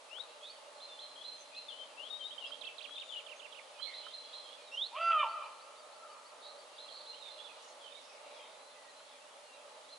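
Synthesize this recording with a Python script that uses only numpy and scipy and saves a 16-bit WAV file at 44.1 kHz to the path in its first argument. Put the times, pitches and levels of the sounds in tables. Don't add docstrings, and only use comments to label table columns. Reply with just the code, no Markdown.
import sys
import numpy as np
from scipy import signal
from scipy.fft import rfft, irfft, next_fast_len
from scipy.io import wavfile
from scipy.ndimage import uniform_filter1d, map_coordinates

SR = 44100
rng = np.random.default_rng(int(sys.argv[2]) if len(sys.argv) > 2 else 0)


def wav_record(signal):
    frames = np.transpose(np.atleast_2d(signal))
    bounded = np.clip(frames, -1, 1)
    quanta = np.round(bounded * 32767).astype(np.int16)
    wavfile.write(sys.argv[1], SR, quanta)


N = 440118

# frequency_hz, relative_level_db
RUSH_COLOUR = [(100, -55), (250, -30), (340, -20.5), (430, -12), (480, -6), (540, -5), (590, 2.5),
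               (700, -8.5), (790, -7.5), (860, -2), (950, -8.5), (1230, -6.5), (1600, -16.5)]
RUMBLE_COLOUR = [(25, -39), (55, -20), (110, -15.5), (160, -11.5), (230, -6), (275, 5), (320, -9),
                 (420, -16), (600, -27)]
HISS_COLOUR = [(100, -24.5), (1200, -1.5), (2000, 2), (5000, -3), (7000, -4), (11000, -6.5)]
CHORUS_COLOUR = [(1500, -33.5), (2200, -9), (3000, -0.5), (4200, -1), (4900, -6), (6500, -32)]
# frequency_hz, likeness (1 is identical)
EAR_LIKENESS = [(60, 0.62), (600, 0.79), (1200, 0.27), (2000, 0.16), (10000, 0.42)]
# time_s, level_db
RUMBLE_LEVELS = [(0, -85), (1.2, -78), (2.3, -76), (3.6, -82), (7.6, -80.5), (9.98, -78)]
CHORUS_LEVELS = [(0, -64), (.8, -61), (3.5, -60.5), (4.3, -57), (6.2, -68.5), (7.0, -60), (8.3, -63),
                 (9.98, -65)]
# middle_s, length_s, centre_hz, width_hz, level_db
RUSTLES = [(1.409, 0.074, 6180, 260, -57), (7.678, 0.16, 6200, 2400, -63), (8.097, 0.24, 5250, 1512, -64.5),
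           (8.35, 0.63, 2470, 960, -63), (8.38, 0.11, 4600, 2808, -64), (3.116, 0.36, 6900, 650, -70)]
# start_s, peak_db
KNOCKS = [(0.183, -45), (2.506, -46.5), (2.893, -45.5), (3.799, -46), (4.066, -41), (9.001, -49)]
PERCHES = {"left": (9.8, 0.46, 0.0069), "right": (-16, 0.54, 0.013), "thicket": (-5, 0.878, 0.0463),
           "far": (-1, 0.39, 0.0055)}
# start_s, length_s, first_hz, last_hz, level_db, perch_name
WARBLES = [(0.882, 0.091, 3680, 3500, -56, "far"), (1.158, .083, 3180, 3470, -51.5, "left"),
           (1.513, 0.095, 2450, 2800, -59, "left"), (1.684, .068, 3640, 2990, -47, "left"),
           (1.755, 0.089, 3190, 3110, -50.5, "left"), (1.968, .122, 2624, 3680, -48.5, "left"),
           (2.098, 0.076, 3720, 3745, -46, "left"), (2.192, 0.051, 3220, 3130, -46.5, "left"),
           (2.228, 0.0625, 3655, 3880, -44.5, "left"), (2.401, 0.0786, 3100, 2720, -47.5, "left"),
           (2.462, .04, 5200, 4920, -61, "far"), (2.644, 0.078, 2680, 2630, -54, "left"),
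           (2.869, 0.075, 3240, 3390, -50.5, "left"), (2.939, 0.0856, 3490, 3754, -46, "left"),
           (3.087, .105, 3665, 2873, -46.5, "left"), (3.35, 0.06, 6250, 6800, -68, "far"),
           (3.79, .062, 3074, 3670, -47, "right"), (3.809, 0.09, 4067, 4280, -45, "right"),
           (3.854, 0.1015, 2260, 2040, -54.5, "thicket"), (4.019, .087, 2960, 3390, -54.5, "right"),
           (4.453, .116, 3184, 3540, -57.5, "right"), (4.669, 0.047, 3940, 3650, -60, "far"),
           (6.416, 0.11, 4050, 4015, -55.5, "thicket"), (6.876, 0.03095, 3700, 3270, -53.5, "right"),
           (6.887, 0.17, 4100, 4270, -54, "thicket"), (7.118, .061, 2800, 3330, -58, "right"),
           (7.208, 0.097, 3920, 3600, -49.5, "right"), (7.377, .049, 3300, 3560, -52.5, "right"),
           (7.437, .046, 3780, 3350, -50.5, "right"), (7.472, .052, 3030, 2464, -60, "right"),
           (7.811, 0.095, 3385, 3050, -54, "right"), (7.901, .1, 3460, 4030, -55, "right"),
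           (8.336, 0.13, 3560, 3150, -62.5, "far"), (8.558, 0.18, 3980, 4210, -68, "far"),
           (8.748, 0.18, 2045, 1900, -68.5, "far"), (8.912, 0.21, 4020, 4310, -70, "far"),
           (9.07, .13, 3990, 3290, -69, "far"), (9.432, 0.22, 2900, 2710, -67.5, "far")]
# start_s, length_s, first_hz, top_hz, level_db, pan_db, leaf_scatter (0 to 1)
RISING_CALLS = [(0.089, 0.14, 2560, 4210, -47, 12, 0.14), (0.404, 0.11, 3170, 4700, -51.5, -4, .5),
                (4.714, 0.16, 2660, 4420, -39.5, -4.5, 0.1)]
# start_s, level_db
FLICKED_NOTES = [(.8, -54), (.99, -49), (1.235, -49), (1.544, -50), (3.93, -50), (4.123, -48), (4.327, -51),
                 (6.78, -53.5), (7.06, -52), (7.291, -56), (9.887, -56.5)]
# start_s, level_db
CHIPS = [(2.306, -47), (2.379, -44), (2.445, -44), (2.515, -43)]
# top_time_s, top_hz
ZIGZAGS = [(2.661, 4820), (2.832, 4960), (3.004, 4580), (3.179, 4370), (3.312, 3130), (3.444, 3070),
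           (3.572, 3210)]
# centre_hz, width_hz, relative_level_db
THROAT_RESONANCES = [(1870, 840, -14.5), (2370, 130, -1.5), (2740, 300, -0.5), (3100, 160, -1),
                     (3570, 95, -11.5), (4720, 110, -12.5), (6100, 250, -27)]
# time_s, pitch_hz, roughness (0 clear, 1 or more hoarse), mouth_db, throat_db
BARK_SHAPE = [(4.915, 464.7, 1.1, -58, -81), (4.96, 598.5, 1.01, -42, -49.5),
              (4.999, 663, 0.38, -41, -44.5), (5.04, 675, 0, -34.5, -42), (5.1, 676.5, 0.13, -30, -42.5),
              (5.13, 660, 0.36, -32.5, -39), (5.16, 623.3, 0.16, -28, -47.5), (5.2, 602.2, 0.1, -32, -35.5),
              (5.22, 587.4, 0.41, -33, -38), (5.24, 550.4, 0.96, -33.5, -43.5), (5.268, 491, 1, -40, -56),
              (5.291, 469.7, 1.23, -53, -79)]
# delay_s, level_db, fade_s (to fall 60 dB), dull_above_hz
ECHOES = [(.02, -8.5, 0.25, 5000), (.085, -17, 1.2, 4000), (.18, -13, 0.47, 3020), (.4, -25.5, 2.8, 2000),
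          (.9, -24, 1.7, 1698)]


def amp(db):
    return 10 ** (np.asarray(db) / 20)


def unit(x):
    return x / np.sqrt(np.mean(x ** 2) + 1e-20)


def along(points, hz):
    frequencies, values = np.transpose(points)
    return np.interp(np.log(hz + 1), np.log(frequencies + 1), values)


def curves(rows, t):
    times, *columns = np.transpose(rows)
    return [np.interp(t, times, column) for column in columns]


def wobble(rate, size):
    points = rng.standard_normal(int(size * rate / SR) + 4)
    return map_coordinates(points, [np.arange(size) * rate / SR])


def filtered(x, response):
    n = x.shape[-1]
    padded = next_fast_len(n + 8192)
    return irfft(rfft(x, padded) * response(np.fft.rfftfreq(padded, 1 / SR)), padded)[..., :n]


def add(track, start_s, x):
    part = track[..., max(round(start_s * SR), 0):][..., :x.shape[-1]]
    part += x[..., :part.shape[-1]]


def panned(pan_db):
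    return unit(amp([[pan_db / 2], [-pan_db / 2]]))


def noise_pair(alike, size):
    shared, apart = rng.standard_normal((2, size))
    angle = np.arccos(np.clip(alike, -1, 1)) / 2
    return np.cos(angle) * shared + np.sin(angle) * np.array([apart, -apart])


def steady_noise(response):
    def weights(hz):
        angle = np.arccos(np.clip(along(EAR_LIKENESS, hz), -1, 1)) / 2
        return response(hz) * [np.cos(angle), np.sin(angle)]
    shared, apart = filtered(rng.standard_normal((2, N)), weights)
    return unit(np.array([shared + apart, shared - apart]))


def background(rush_db=-57.5, hiss_db=-59.5, dull_above_hz=1900):
    rush = steady_noise(lambda hz: amp(along(RUSH_COLOUR, hz)) / (1 + (hz / dull_above_hz) ** 6))
    rush *= amp(rush_db + 0.51 * wobble(1.31, N) + 0.94 * wobble(6.3, N))
    rumble_db, = curves(RUMBLE_LEVELS, np.arange(N) / SR)
    rumble = amp(rumble_db + 0.4 * wobble(2.4, N)) * steady_noise(lambda hz: amp(along(RUMBLE_COLOUR, hz)))
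    hiss = amp(hiss_db) * steady_noise(lambda hz: amp(along(HISS_COLOUR, hz)))
    return panned(-2) * rush + panned(-.5) * (rumble + hiss)


def rustles(grain_db=3):
    out = np.zeros((2, N))
    for middle_s, length_s, centre_hz, width_hz, db in RUSTLES:
        n = int(length_s * SR)
        grains = noise_pair(.4, n) * amp(grain_db * wobble(154.6, n))
        swish = filtered(grains, lambda hz: 1 / (1 + (2 * (hz - centre_hz) / width_hz) ** 4))
        add(out, middle_s - length_s / 2, amp(db) * unit(swish) * np.sin(np.pi * np.arange(n) / n))
    return out


def knocks(fade_s=0.029, centre_hz=1300, width_hz=450):
    out, t = np.zeros(N), np.arange(SR // 10) / SR
    band = signal.butter(2, [centre_hz - width_hz / 2, centre_hz + width_hz / 2], "band", fs=SR)
    for start_s, db in KNOCKS:
        knock = signal.lfilter(*band, rng.standard_normal(len(t)) * amp(-60 * t / fade_s))
        add(out, start_s, amp(db) * knock / np.abs(knock).max())
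    return panned(-3) * out


def echo_tail(fade_s, alike, size):
    t = np.arange(size) / SR
    onset = 1 - np.exp(-t / 0.00092)
    return unit(noise_pair(alike, size) * amp(-60 * t / fade_s) * onset) / np.sqrt(size)


def glide(length_s, first_hz, middle_hz, last_hz):
    progress = np.linspace(0, 1, max(int(length_s * SR), 200))
    return np.polyval(np.polyfit([0, .5, 1], [first_hz, middle_hz, last_hz], 2), progress)


def sweep(length_s, first_hz, last_hz, sag):
    middle_hz = (first_hz + last_hz) / 2 - sag * abs(last_hz - first_hz)
    return glide(length_s, first_hz, middle_hz, last_hz)


def whistle(hz, db, pan_db, scatter, waver=0.0072, blur=0.014, flutter_db=3, wood_db=-7, lateness=0.73):
    n = len(hz)
    progress = (np.arange(n) + .5) / n
    swell = np.sin(np.pi * progress ** lateness) ** .5 * amp(flutter_db * wobble(112, n))
    hz = hz * (1 + (waver + blur * scatter ** 2) * wobble(400.4, n))
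    tone = amp(db) * unit(swell * np.sin(2 * np.pi * np.cumsum(hz) / SR))
    wood = amp(wood_db) * echo_tail(fade_s=0.82, alike=0.67, size=SR * 3 // 4)
    leaves = echo_tail(fade_s=0.17, alike=0.77, size=SR // 4)
    paths = panned(0.65 * pan_db) * np.sqrt(scatter) * wood
    add(paths, .002, panned(pan_db) * np.sqrt(scatter) * leaves)
    paths[:, :1] += panned(pan_db) * np.sqrt(1 - scatter)
    return signal.fftconvolve(tone[None], paths, axes=1)


def far_chorus(count=120, haze_db=-2, chirp_db=-5):
    chirps = np.zeros((2, N))
    for k, (when, length, height, slope, side) in enumerate(rng.random((count, 5))):
        centre_hz, half_rise_hz = 2400 + 2100 * height, 900 * (slope - .5)
        hz = sweep(.06 + .12 * length, centre_hz - half_rise_hz, centre_hz + half_rise_hz, sag=.12)
        start_s = (k + when) / count * N / SR
        add(chirps, start_s, whistle(hz, db=0, pan_db=-6 + 13 * (side - .5), scatter=0.56))
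    level_db, = curves(CHORUS_LEVELS, np.arange(N) / SR)
    haze = steady_noise(lambda hz: amp(along(CHORUS_COLOUR, hz))) * amp(1.25 * wobble(9.6, N))
    return amp(level_db) * (amp(haze_db) * haze + amp(chirp_db) * unit(chirps))


def arched_notes(count=10, start_s=5.27, every_s=.1612):
    out = np.zeros((2, N))
    hz = glide(.08, 3500, 4680, 3840)
    for k in range(count):
        db = -66 + 2 * rng.standard_normal()
        add(out, start_s + k * every_s, whistle(hz, db, pan_db=3, scatter=.12))
    return out


def warblers():
    out = np.zeros((2, N))
    for start_s, length_s, first_hz, last_hz, db, perch in WARBLES:
        hz = sweep(length_s, first_hz, last_hz, sag=.12 if last_hz > first_hz else .33)
        add(out, start_s, whistle(hz, db, *PERCHES[perch]))
    return out


def flicked_notes(flick_hz=818, flick_s=.011):
    out = np.zeros((2, N))
    held_hz = glide(0.082, 4137, 4137, 4055)
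    t = np.arange(len(held_hz)) / SR
    hz = held_hz - flick_hz * np.exp(-(t / flick_s) ** 2)
    for start_s, db in FLICKED_NOTES:
        add(out, start_s, whistle(hz, db, pan_db=-4, scatter=0.26, waver=0.0076, blur=0, wood_db=3.5))
    return out


def rising_calls(octave_share=0.34, octave_db=-22.5):
    out = np.zeros((2, N))
    for start_s, length_s, first_hz, top_hz, db, pan_db, scatter in RISING_CALLS:
        hz = sweep(length_s, first_hz, top_hz, sag=.17)
        add(out, start_s, whistle(hz, db, pan_db, scatter, lateness=1.6))
        octave_hz = 2 * hz[:int(octave_share * len(hz))]
        add(out, start_s, whistle(octave_hz, db + octave_db, pan_db, scatter=0.54))
    return out


def zigzag_song(pan_db=-16.5, fade_db_per_s=8):
    out = np.zeros((2, N))
    for start_s, db in CHIPS:
        add(out, start_s, whistle(sweep(0.0248, 3000, 3430, sag=0), db, pan_db, scatter=0.25))
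    for top_s, top_hz in ZIGZAGS:
        db = -42.5 - fade_db_per_s * (top_s - ZIGZAGS[0][0])
        lead_in = glide(0.0182, 2600 + 0.345 * top_hz, 2450 + 0.22 * top_hz, 2100 + 0.19 * top_hz)
        rise = glide(0.027, 2313, 2280 + .2 * top_hz, top_hz)
        fall = glide(0.027, 1400 + 0.46 * top_hz, 2150 + 0.16 * top_hz, 1500 + 0.13 * top_hz)
        pause_s = (top_hz - 2900) * 3e-6
        add(out, top_s - .05, whistle(lead_in, db - 2.5, pan_db, scatter=0.12))
        add(out, top_s - .027, whistle(rise, db - 5, pan_db, scatter=0.19))
        add(out, top_s + pause_s, whistle(fall, db - 2, pan_db, scatter=0.18))
    return out


def levelled(x):
    return x / np.sqrt(np.abs(uniform_filter1d(x ** 2, size=900)) + 1e-12)


def mouth_sound(pitch_hz, phase, rough, air, width_hz=26, sag=0.106, spill=0.22):
    ring_hz = 2 * pitch_hz * (1 - sag * rough ** 2)
    shift = np.exp(2j * np.pi * np.cumsum(ring_hz) / SR)
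    ring = signal.lfilter(*signal.butter(2, width_hz, fs=SR), air / shift) * shift
    hoarse = unit(signal.sosfilt(signal.butter(4, [600, 1350], "band", fs=SR, output="sos"), air))
    clear = np.sqrt(1 - rough ** 2) * np.sqrt(2) * np.sin(2 * phase)
    return levelled(clear + rough * levelled(ring.real)) + spill * np.sqrt(rough) * hoarse


def throat_sound(pitch_hz, phase, rough, air, rasp=0.86, muffle_db_per_hz=0.3):
    def resonances(hz):
        peaks = sum(amp(db) / np.sqrt(1 + (2 * (hz - centre_hz) / width_hz) ** 4)
                    for centre_hz, width_hz, db in THROAT_RESONANCES)
        return peaks * (hz > 1500)
    pulses = np.sqrt(1 - rough ** 2) * sum(np.cos(k * phase) for k in range(3, 11))
    ringing = levelled(filtered(pulses + rasp * (1 + 5 * rough) * air, resonances))
    treble = filtered(ringing, lambda hz: hz > 4200)
    return ringing - treble + treble * amp(muffle_db_per_hz * (pitch_hz - pitch_hz.max()))


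def lowest_tone(t, phase, rough, start_s=4.958, end_s=5.275, ramp_s=0.026):
    db = -41.5 - 29 * (t - start_s) - 7 * rough
    ramp = np.clip(np.minimum(t - start_s, end_s - t) / ramp_s, 0, 1)
    return amp(db) * ramp * np.sqrt(2) * np.sin(phase)


def bark(pitch_shake=0.016, level_shake=0.58, rattle=0.39, low_cut_hz=430):
    start_s, end_s = BARK_SHAPE[0][0], BARK_SHAPE[-1][0]
    t = np.arange(start_s, end_s, 1 / SR)
    n = len(t)
    pitch_hz, rough, mouth_db, throat_db = curves(BARK_SHAPE, t)
    rough = np.clip(rough, 0, 1)
    shaky_hz = pitch_hz * (1 + pitch_shake * np.sqrt(rough) * wobble(349.6, n))
    phase = 2 * np.pi * np.cumsum(shaky_hz) / SR
    air = unit(rng.standard_normal(n) * (1 + np.cos(phase)))
    mouth = amp(mouth_db) * mouth_sound(pitch_hz, phase, rough, air)
    throat = amp(throat_db) * throat_sound(pitch_hz, phase, rough, air)
    stagger = lambda: unit(1 + level_shake * np.sqrt(rough * (1 - rough)) * wobble(169.3, n))
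    voice = mouth * stagger() + (lowest_tone(t, phase, rough) + throat) * stagger()
    strain = rough * np.clip(amp(mouth_db + 27.5), 0, 1)
    voice *= 1 + rattle * strain * np.cos(phase / 3)
    out = np.zeros(N)
    add(out, start_s, filtered(voice, lambda hz: 1 - 1 / (1 + (hz / low_cut_hz) ** 8)))
    return out


def deer():
    call, echoes = bark(), np.zeros((2, 3 * SR))
    for delay_s, db, fade_s, dull_hz in ECHOES:
        tail = echo_tail(fade_s, alike=0.73, size=2 * SR)
        add(echoes, delay_s, amp(db) * filtered(tail, lambda hz: 1 / np.sqrt(1 + (hz / dull_hz) ** 4)))
    return panned(-2) * call + signal.fftconvolve(call[None], echoes, axes=1)[:, :N]


def scene():
    meadow = background() + deer() + knocks() + rustles()
    birds = warblers() + rising_calls() + flicked_notes() + zigzag_song() + arched_notes()
    return meadow + birds + far_chorus()


def record(dry):
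    return filtered(dry, lambda hz: hz < 11080)


dry = scene()
out = record(dry)
wav_record(out)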